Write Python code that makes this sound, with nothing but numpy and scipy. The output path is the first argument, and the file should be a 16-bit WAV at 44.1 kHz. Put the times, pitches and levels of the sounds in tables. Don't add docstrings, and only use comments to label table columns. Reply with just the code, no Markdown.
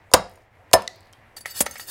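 import sys
import numpy as np
from scipy import signal
from scipy.fft import rfft, irfft
from scipy.io import wavfile
from scipy.ndimage import uniform_filter1d

SR = 44100
rng = np.random.default_rng(int(sys.argv[2]) if len(sys.argv) > 2 else 0)


def generate_wav(signal):
    frames = np.transpose(np.atleast_2d(signal))
    scaled = np.clip(frames, -1, 1) * 32767
    pcm = np.round(scaled).astype(np.int16)
    wavfile.write(sys.argv[1], SR, pcm)


def boost(x):
    u = np.asarray(x, float) / 20
    return 10 ** u


N = 83790
T = np.arange(N) / SR

# frequency in Hz, level in dB per Hz.
AIR_SPECTRUM = [(15, -58.5), (40, -21.5), (102, -14), (451, -10), (677, -6.5), (1480, -16), (1740, -7.5),
                (3430, -33.5), (16000, -40)]
# time in seconds, level in dB.
TRAFFIC_SWELL = [(0, 5), (.4, 6), (.5, 0), (.56, 7), (1.0, 6), (1.2, 6), (1.9, 8)]
AIR_DB, SWELL_DB, FLICKER_DB = -62.5, 1, 2
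HUM_HZ, HUM_WIDTH_HZ, HUM_DB = 98, 22, -59

# centre in Hz, level in dB, t60 in seconds.
YARD_BANDS = [(157, -6.5, 0.48), (605, -4, 0.35), (1500, 6, 0.26), (3500, -3.5, 0.35), (7000, 1, 0.12),
              (13000, -9, 0.1)]
YARD_DB, YARD_BUILDUP_S = -18, 0.023

POLE_HZ = [385, 528, 575, 650, 722, 850, 921, 992, 1143, 1570, 1950]
# strength in dB, t60 in seconds.
POLE_CHOP_1 = [(-17.5, 0.065), (-1, 0.02), (-4, 0.033), (-1, 0.057), (-3, 0.045), (-8.5, .05), (-7, 0.031),
               (0.5, 0.043), (-7, 0.025), (-13.5, 0.037), (-15.5, 0.035)]
# strength in dB, t60 in seconds.
POLE_CHOP_2 = [(-16, 0.14), (2.5, 0.046), (-6.5, 0.06), (-1.5, 0.088), (-1.5, 0.048), (-11.5, .08),
               (-2.5, 0.034), (-3.5, 0.052), (-9.5, 0.024), (-13.5, 0.05), (-17.5, 0.056)]
# pitch in Hz, strength in dB, t60 in seconds.
POLE_SWAY = [(95.26, -15, 0.12), (242, -23.5, 0.017), (589, 1, 0.024)]
WALL_HIGHPASS_HZ, RADIATES_ABOVE_HZ = 455, 141

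STUCK_HZ = [
    (2719, 3990, 4780, 5346, 6767, 7660, 9260, 10060, 12420),
    (1775, 4610, 5175, 6455, 7640, 9200, 10680, 12300, 14160),
]
# strength in dB, t60 in seconds.
BLADE_CUT_1 = [(-13.5, 0.045), (-10.5, 0.042), (-20, .04), (-16.5, 0.23), (-3.5, 0.098), (-11, 0.097),
               (-3.5, 0.062), (-18, 0.069), (-25.5, .06)]
# strength in dB, t60 in seconds.
BLADE_CUT_2 = [(-1.5, 0.09), (-4, 0.02), (0.5, 0.068), (-7, .05), (-10.5, 0.068), (-2, .06), (-2, .035),
               (-5, 0.048), (-24.5, .05)]
FREE_HZ = [1850, 2930, 3710, 4620, 5200, 6360, 6860, 7710, 8720, 9220, 10720, 12350, 14030, 15700]
# strength dragged down in dB, strength drawn back in dB, t60 in seconds.
FREE_MODES = [(-3.5, -3, 0.04), (-9.5, -5, 0.054), (0, -3, 0.027), (2.5, -2, 0.064), (-3.5, -5, 0.08),
              (-6.5, -21, .035), (-12.5, -13, 0.044), (-2, -6, .045), (-6.5, -10.5, .035),
              (-1, -4.5, 0.081), (0.5, -4.5, 0.046), (-4.5, -7, 0.07), (2, 0, 0.069), (-10, -7, .05)]
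TURN_S, WANDER_DB = 1.65, 3

# start in seconds, hold in seconds, t60 in seconds, level in dB, pitch in Hz.
RUBS = [(0.147, 0.009, 0.23, -27, 178), (.145, 0.0085, 0.27, -39, 50), (.15, 0.011, 0.31, -27, 707),
        (0.74, 0.0068, 0.28, -33, 190), (.742, .01, 0.12, -30, 50.6), (.748, 0.008, .25, -27.5, 963),
        (0.883, 0.066, 0.56, -56, 4400), (.89, 0.033, .15, -58, 5600), (1.45, 0.033, 0.034, -44.5, 2000),
        (1.618, 0.043, 0.17, -46, 68), (1.76, 0.012, 0.039, -41, 2000), (1.74, 0.005, .02, -49, 12250),
        (1.664, 0.0062, 0.053, -35, 1920)]
RUB_Q, RUB_GRAIN_DB = 3.2, 2

# start in seconds, pitch in Hz, level in dB.
PINGS = [(1.133, 3200, -51), (1.368, 4634, -31.5), (1.408, 10660, -39), (1.409, 4620, -40),
         (1.458, 10720, -40), (1.589, 12350, -30), (1.611, 10720, -23), (1.611, 9900, -25),
         (1.658, 9220, -33), (1.663, 6280, -33), (1.663, 4620, -37), (1.711, 6360, -33), (1.711, 9220, -37),
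         (1.782, 14030, -40), (1.781, 6360, -41), (1.797, 14030, -31), (1.799, 4620, -37)]
PING_T60_S = 0.085

# start in seconds,
# level in dB, pitch in Hz.
TICKS = [(.374, -40, 2860), (.7135, -33, 6120), (.7255, -37, 8030), (.7305, -37, 9070), (.8215, -24, 6030),
         (.8768, -31.5, 7500), (.822, -28, 3500), (1.6625, -16, 5100), (1.855, -39, 9000),
         (.4205, -49, 5000), (.882, -51, 11290), (.951, -64.5, 14820), (.960, -45, 15270),
         (1.007, -44, 8450), (1.059, -56.5, 12100), (1.071, -48.5, 7000), (1.128, -37, 8070),
         (1.133, -27, 3370)]
# start in seconds, level in dB, pitch in Hz.
GRAZES = [(.113, -41.5, 7000), (.1155, -28.5, 5500), (.125, -47.5, 8050), (.1275, -40, 7000),
          (.283, -60, 10930), (.296, -41.5, 10900), (.314, -46, 11040), (.336, -55, 13000),
          (.357, -46.5, 9910)]
# start in seconds, level in dB.
NUDGES = [(.116, -29.5), (.129, -33), (0.376, -41), (.715, -34.5), (1.099, -54)]
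# pitch in Hz, strength in dB, t60 in seconds.
CHIP_MODES = [(2000, -11.5, 0.02), (4110, -7.5, 0.0079), (4500, 2, 0.003), (5600, -5, 0.0084),
              (7420, -14.5, 0.0023)]
TICK_T60_S, TICK_Q, GRAZE_RING_DB = 0.0048, 0.94, -31
RUSTLE_DB, RUSTLE_T60_S = -26, 0.29
CHIP_S, CHIP_DB = 0.8765, -31.5

# start in seconds, scratch in dB, scratch length in seconds, wood in dB, wood pitch in Hz.
KNOCKS = [(1.365, -41, 0.009, -45, 1500), (1.407, -45, 0.0072, -54, 1500),
          (1.457, -45, 0.0024, -26.5, 1800), (1.605, -12, .0065, -18, 344), (1.618, -28, .005, -38, 600),
          (1.658, -39, 0.0032, -42, 2040), (1.663, -39.5, 0.0032, -22, 1500),
          (1.71, -36.5, 0.0014, -67, 2430), (1.756, -49.5, 0.0017, -35.5, 1800),
          (1.78, -42, 0.00099, -60, 2000), (1.796, -43.5, 0.0027, -34.5, 1900)]
# pitch in Hz, strength in dB, t60 in seconds.
NOTCH_MODES = [(253, 8.5, 0.017), (576, 10, 0.026), (786, 12, 0.013), (1320, 0.5, 0.034),
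               (1800, -19.5, 0.17), (1886, 6.5, 0.023), (2194, -11.5, 0.12), (2760, -11, 0.007)]
# frequency in Hz, level in dB per Hz.
SCRATCH_SPECTRUM = [(300, -14), (700, -14.5), (2000, -12), (4500, -7), (8000, 4), (12000, 1), (16000, -3.5)]
KNOCK_RING_DB, KNOCK_T60_S = -14, 0.034
WOOD_T60_S, WOOD_NOISE_DB, FOCUS_DB_PER_OCT = 0.036, 2, 7

# time in seconds, level in dB.
DRAG_PRESSURE = [(1.361, -64), (1.379, -41.5), (1.399, -63), (1.453, -73), (1.459, -45.5), (1.52, -48),
                 (1.533, -54), (1.56, -38), (1.595, -38), (1.63, -69), (1.685, -55.5), (1.72, -50),
                 (1.775, -51.5), (1.793, -52), (1.802, -39), (1.856, -54.5), (1.885, -40.5), (1.9, -35.5)]
# frequency in Hz, level in dB per Hz.
RASP_SPECTRUM = [(400, -18.5), (2000, -11.5), (4500, 0), (8000, 0.5), (10000, -8.5), (12500, -5),
                 (14900, -17), (16000, -10)]
RASP_RING_DB, SLIPS_PER_S, GRIT_DB, PATCHY_DB = 8.5, 5000, 2, 4

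# start in seconds, crack in dB, cutting time in seconds, thump in dB, ring in dB.
CHOPS = [
    (0.1366, -2.5, .0036, 12, -18.5),
    (.7322, -8.5, 0.0056, 10.5, -12),
]
# frequency in Hz, level in dB.
CRACK_SPECTRUM = [(300, -31), (1200, -4), (2500, -5), (5000, -2.5), (9500, -5.5), (12500, -11),
                  (17000, -14)]
SHUDDER_DB = (-45, -56.5)
CRACK_T60_S, SPLINTER_DB, SPLINTER_T60_S = 0.021, -26, 0.12
PUSH_S, SCATTER_S, SCATTER_DB = 0.00056, 0.072, -10
SHUDDER_T60_S = 0.28
CLIP = 1.0


def unit(x):
    return x / np.sqrt(np.mean(x ** 2))


def colour(x, points):
    hz, db = np.array(points).T[:2]
    grid_hz = np.arange(1, 1026) * SR / 2048
    log_gain = np.interp(np.log(grid_hz), np.log(hz), db) * np.log(10) / 20
    cepstrum = irfft(log_gain)
    cepstrum[1:1024] *= 2
    cepstrum[1025:] = 0
    return signal.fftconvolve(x, irfft(np.exp(rfft(cepstrum))))[:len(x)]


def mode(x, hz, t60):
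    r = np.exp(-np.log(1000) / (max(t60, 0.002) * SR))
    w = 2 * np.pi * hz / SR
    return signal.lfilter([0, r * np.sin(w)], [1, -2 * r * np.cos(w), r * r], x)


def ring(x, modes):
    return sum(boost(db) * mode(x, hz, t60) for hz, db, t60 in modes)


def band(x, hz, q):
    return signal.lfilter(*signal.iirpeak(min(hz, 0.4 * SR), q, SR), x)


def band_twice(x, hz, q):
    return band(band(x, hz, q), hz, q)


def high_pass(x, order, hz):
    return signal.lfilter(*signal.butter(order, hz, "high", fs=SR), x)


def burst(start, hold, t60):
    attack = np.clip((T - start) / 0.0003, 0, 1)
    return attack * boost(-60 * np.clip(T - start - hold, 0, 1) / t60)


def push(start, length):
    return np.sin(np.pi * np.clip((T - start) / length, 0, 1)) * np.pi / (2 * length * SR)


def walk(rate):
    k = int(SR / rate)
    steps = np.repeat(rng.standard_normal(N // k + 1), k)
    return unit(uniform_filter1d(steps, k)[:N])


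def air():
    hz, db = np.array(AIR_SPECTRUM).T
    out, swell = 0, walk(1.1)
    for centre in 30 * 2 ** np.arange(0, 9.1, 0.5):
        level_db = np.interp(np.log(centre), np.log(hz), db) + 10 * np.log10(centre)
        level_db = level_db + SWELL_DB * swell + FLICKER_DB * walk(20)
        out = out + boost(level_db) * unit(band_twice(rng.standard_normal(N), centre, 2))
    hum = unit(mode(rng.standard_normal(N), HUM_HZ, 2 / HUM_WIDTH_HZ))
    traffic_db = np.interp(T, *np.array(TRAFFIC_SWELL).T)
    return boost(AIR_DB + traffic_db) * unit(out) + boost(HUM_DB) * hum


def yard(x):
    t = T[:SR // 2]
    tail = 0
    for hz, db, t60 in YARD_BANDS:
        noise = unit(band_twice(rng.standard_normal(len(t)), hz, 0.75))
        tail = tail + boost(db - 60 * t / t60) * noise
    tail = tail * np.clip(t / YARD_BUILDUP_S, 0, 1)
    return boost(YARD_DB - 38.5) * signal.fftconvolve(x, tail)[:N]


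def rubs():
    grainy = rng.standard_normal(N) * boost(RUB_GRAIN_DB * walk(250))
    out = 0
    for s, hold, t60, db, hz in RUBS:
        out = out + boost(db) * unit(band_twice(grainy, hz, RUB_Q)) * burst(s, hold, t60)
    return out


def pole(x, k):
    rows = (POLE_CHOP_1, POLE_CHOP_2)[k]
    wall = ring(x, [(hz, *row) for hz, row in zip(POLE_HZ, rows)])
    return high_pass(wall, 3, WALL_HIGHPASS_HZ) + ring(x, POLE_SWAY)


def stuck_blade(x, k):
    rows = (BLADE_CUT_1, BLADE_CUT_2)[k]
    return ring(x, [(hz, *row) for hz, row in zip(STUCK_HZ[k], rows)])


def free_blade(x):
    back = np.clip((T - TURN_S) / 0.02, 0, 1)
    out = 0
    for hz, (down_db, back_db, t60) in zip(FREE_HZ, FREE_MODES):
        feed_db = down_db + (back_db - down_db) * back + WANDER_DB * walk(60)
        out = out + mode(x * boost(feed_db), hz, t60)
    return out


def ticks():
    noise = rng.standard_normal(N)

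    def clicks(rows):
        out = 0
        for s, db, hz in rows:
            shape = burst(s, 0.0001, TICK_T60_S) + boost(RUSTLE_DB) * burst(s, 0, RUSTLE_T60_S)
            out = out + band_twice(boost(db) * noise * shape, hz, TICK_Q)
        return out

    graze = clicks(GRAZES)
    graze_ring = boost(GRAZE_RING_DB) * stuck_blade(graze, 0)
    nudge = sum(boost(db - 6) * push(s, PUSH_S) for s, db in NUDGES)
    landing = band(noise * burst(CHIP_S, 0.0015, 0.005), 5000, 0.58)
    chip = boost(CHIP_DB) * ring(landing, CHIP_MODES)
    return chip + clicks(TICKS) + graze + graze_ring + pole(nudge, 0)


def pings():
    return sum(boost(db) * mode(push(s, 0.5 / hz), hz, PING_T60_S) for s, hz, db in PINGS)


def knocks():
    noise, scratch, wood = rng.standard_normal((2, N)), 0, 0
    for s, scratch_db, length, wood_db, hz in KNOCKS:
        scratch = scratch + boost(scratch_db) * burst(s, length, KNOCK_T60_S)
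        near = [(f, db - FOCUS_DB_PER_OCT * abs(np.log2(f / hz)), t60) for f, db, t60 in NOTCH_MODES]
        crumble = band_twice(noise[1] * burst(s, length, WOOD_T60_S), max(hz, 900), 0.29)
        tap = high_pass(push(s + length / 3, 0.206 / hz), 2, hz / 2)
        wood = wood + boost(wood_db) * (ring(tap, near) + boost(WOOD_NOISE_DB) * crumble)
    steel = boost(KNOCK_RING_DB - 32.5) * free_blade(noise[0] * scratch)
    return unit(colour(noise[0], SCRATCH_SPECTRUM)) * scratch + steel + wood


def rasp():
    s, db = np.array(DRAG_PRESSURE).T
    chance = rng.random((3, N))
    sign = np.sign(chance[1] - 0.5)
    slips = (chance[0] < SLIPS_PER_S / SR) * sign * boost(-GRIT_DB * np.log(chance[2] + 0.02))
    press = boost(np.interp(T, s, db, left=-120) + 0.63 * walk(90))
    steel = free_blade(slips * press) / np.std(free_blade(slips))
    patchy = 0
    for hz in 400 * 1.2 ** np.arange(21):
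        patchy = patchy + band(slips, hz, 5) * boost(PATCHY_DB * walk(45))
    scrape = unit(colour(patchy, RASP_SPECTRUM)) * press
    return (scrape + boost(RASP_RING_DB) * steel) / np.sqrt(2)


def chops():
    out = 0
    for k, (s, crack_db, cut, thump_db, ring_db) in enumerate(CHOPS):
        noise = rng.standard_normal((3, N))
        stop = s + cut
        split = burst(s, cut, CRACK_T60_S) + boost(SPLINTER_DB) * burst(s, cut, SPLINTER_T60_S)
        crack = unit(colour(noise[0], CRACK_SPECTRUM)) * split
        scatter = boost(SCATTER_DB - 20.5) * noise[1] * burst(stop, 0, SCATTER_S)
        force = push(stop, PUSH_S) + scatter
        click = np.diff(np.clip((T - stop) * SR, 0, 1), prepend=0)
        shudder = boost(SHUDDER_DB[k]) * noise[2] * burst(stop, 0, SHUDDER_T60_S)
        out = out + boost(crack_db) * crack
        out = out + boost(thump_db - 11.5) * pole(force, k)
        out = out + boost(ring_db) * stuck_blade(click + shudder, k)
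    return out


def scene():
    near = chops() + ticks() + knocks() + rasp() + pings()
    near = high_pass(near, 2, RADIATES_ABOVE_HZ)
    return (near + yard(near) + rubs() + air())[None]


def low_pass(x):
    return signal.sosfilt(signal.butter(12, 15900, fs=SR, output="sos"), x)


def record(dry):
    return low_pass(np.clip(dry, -CLIP, CLIP))


dry = scene()
out = record(dry)
generate_wav(out)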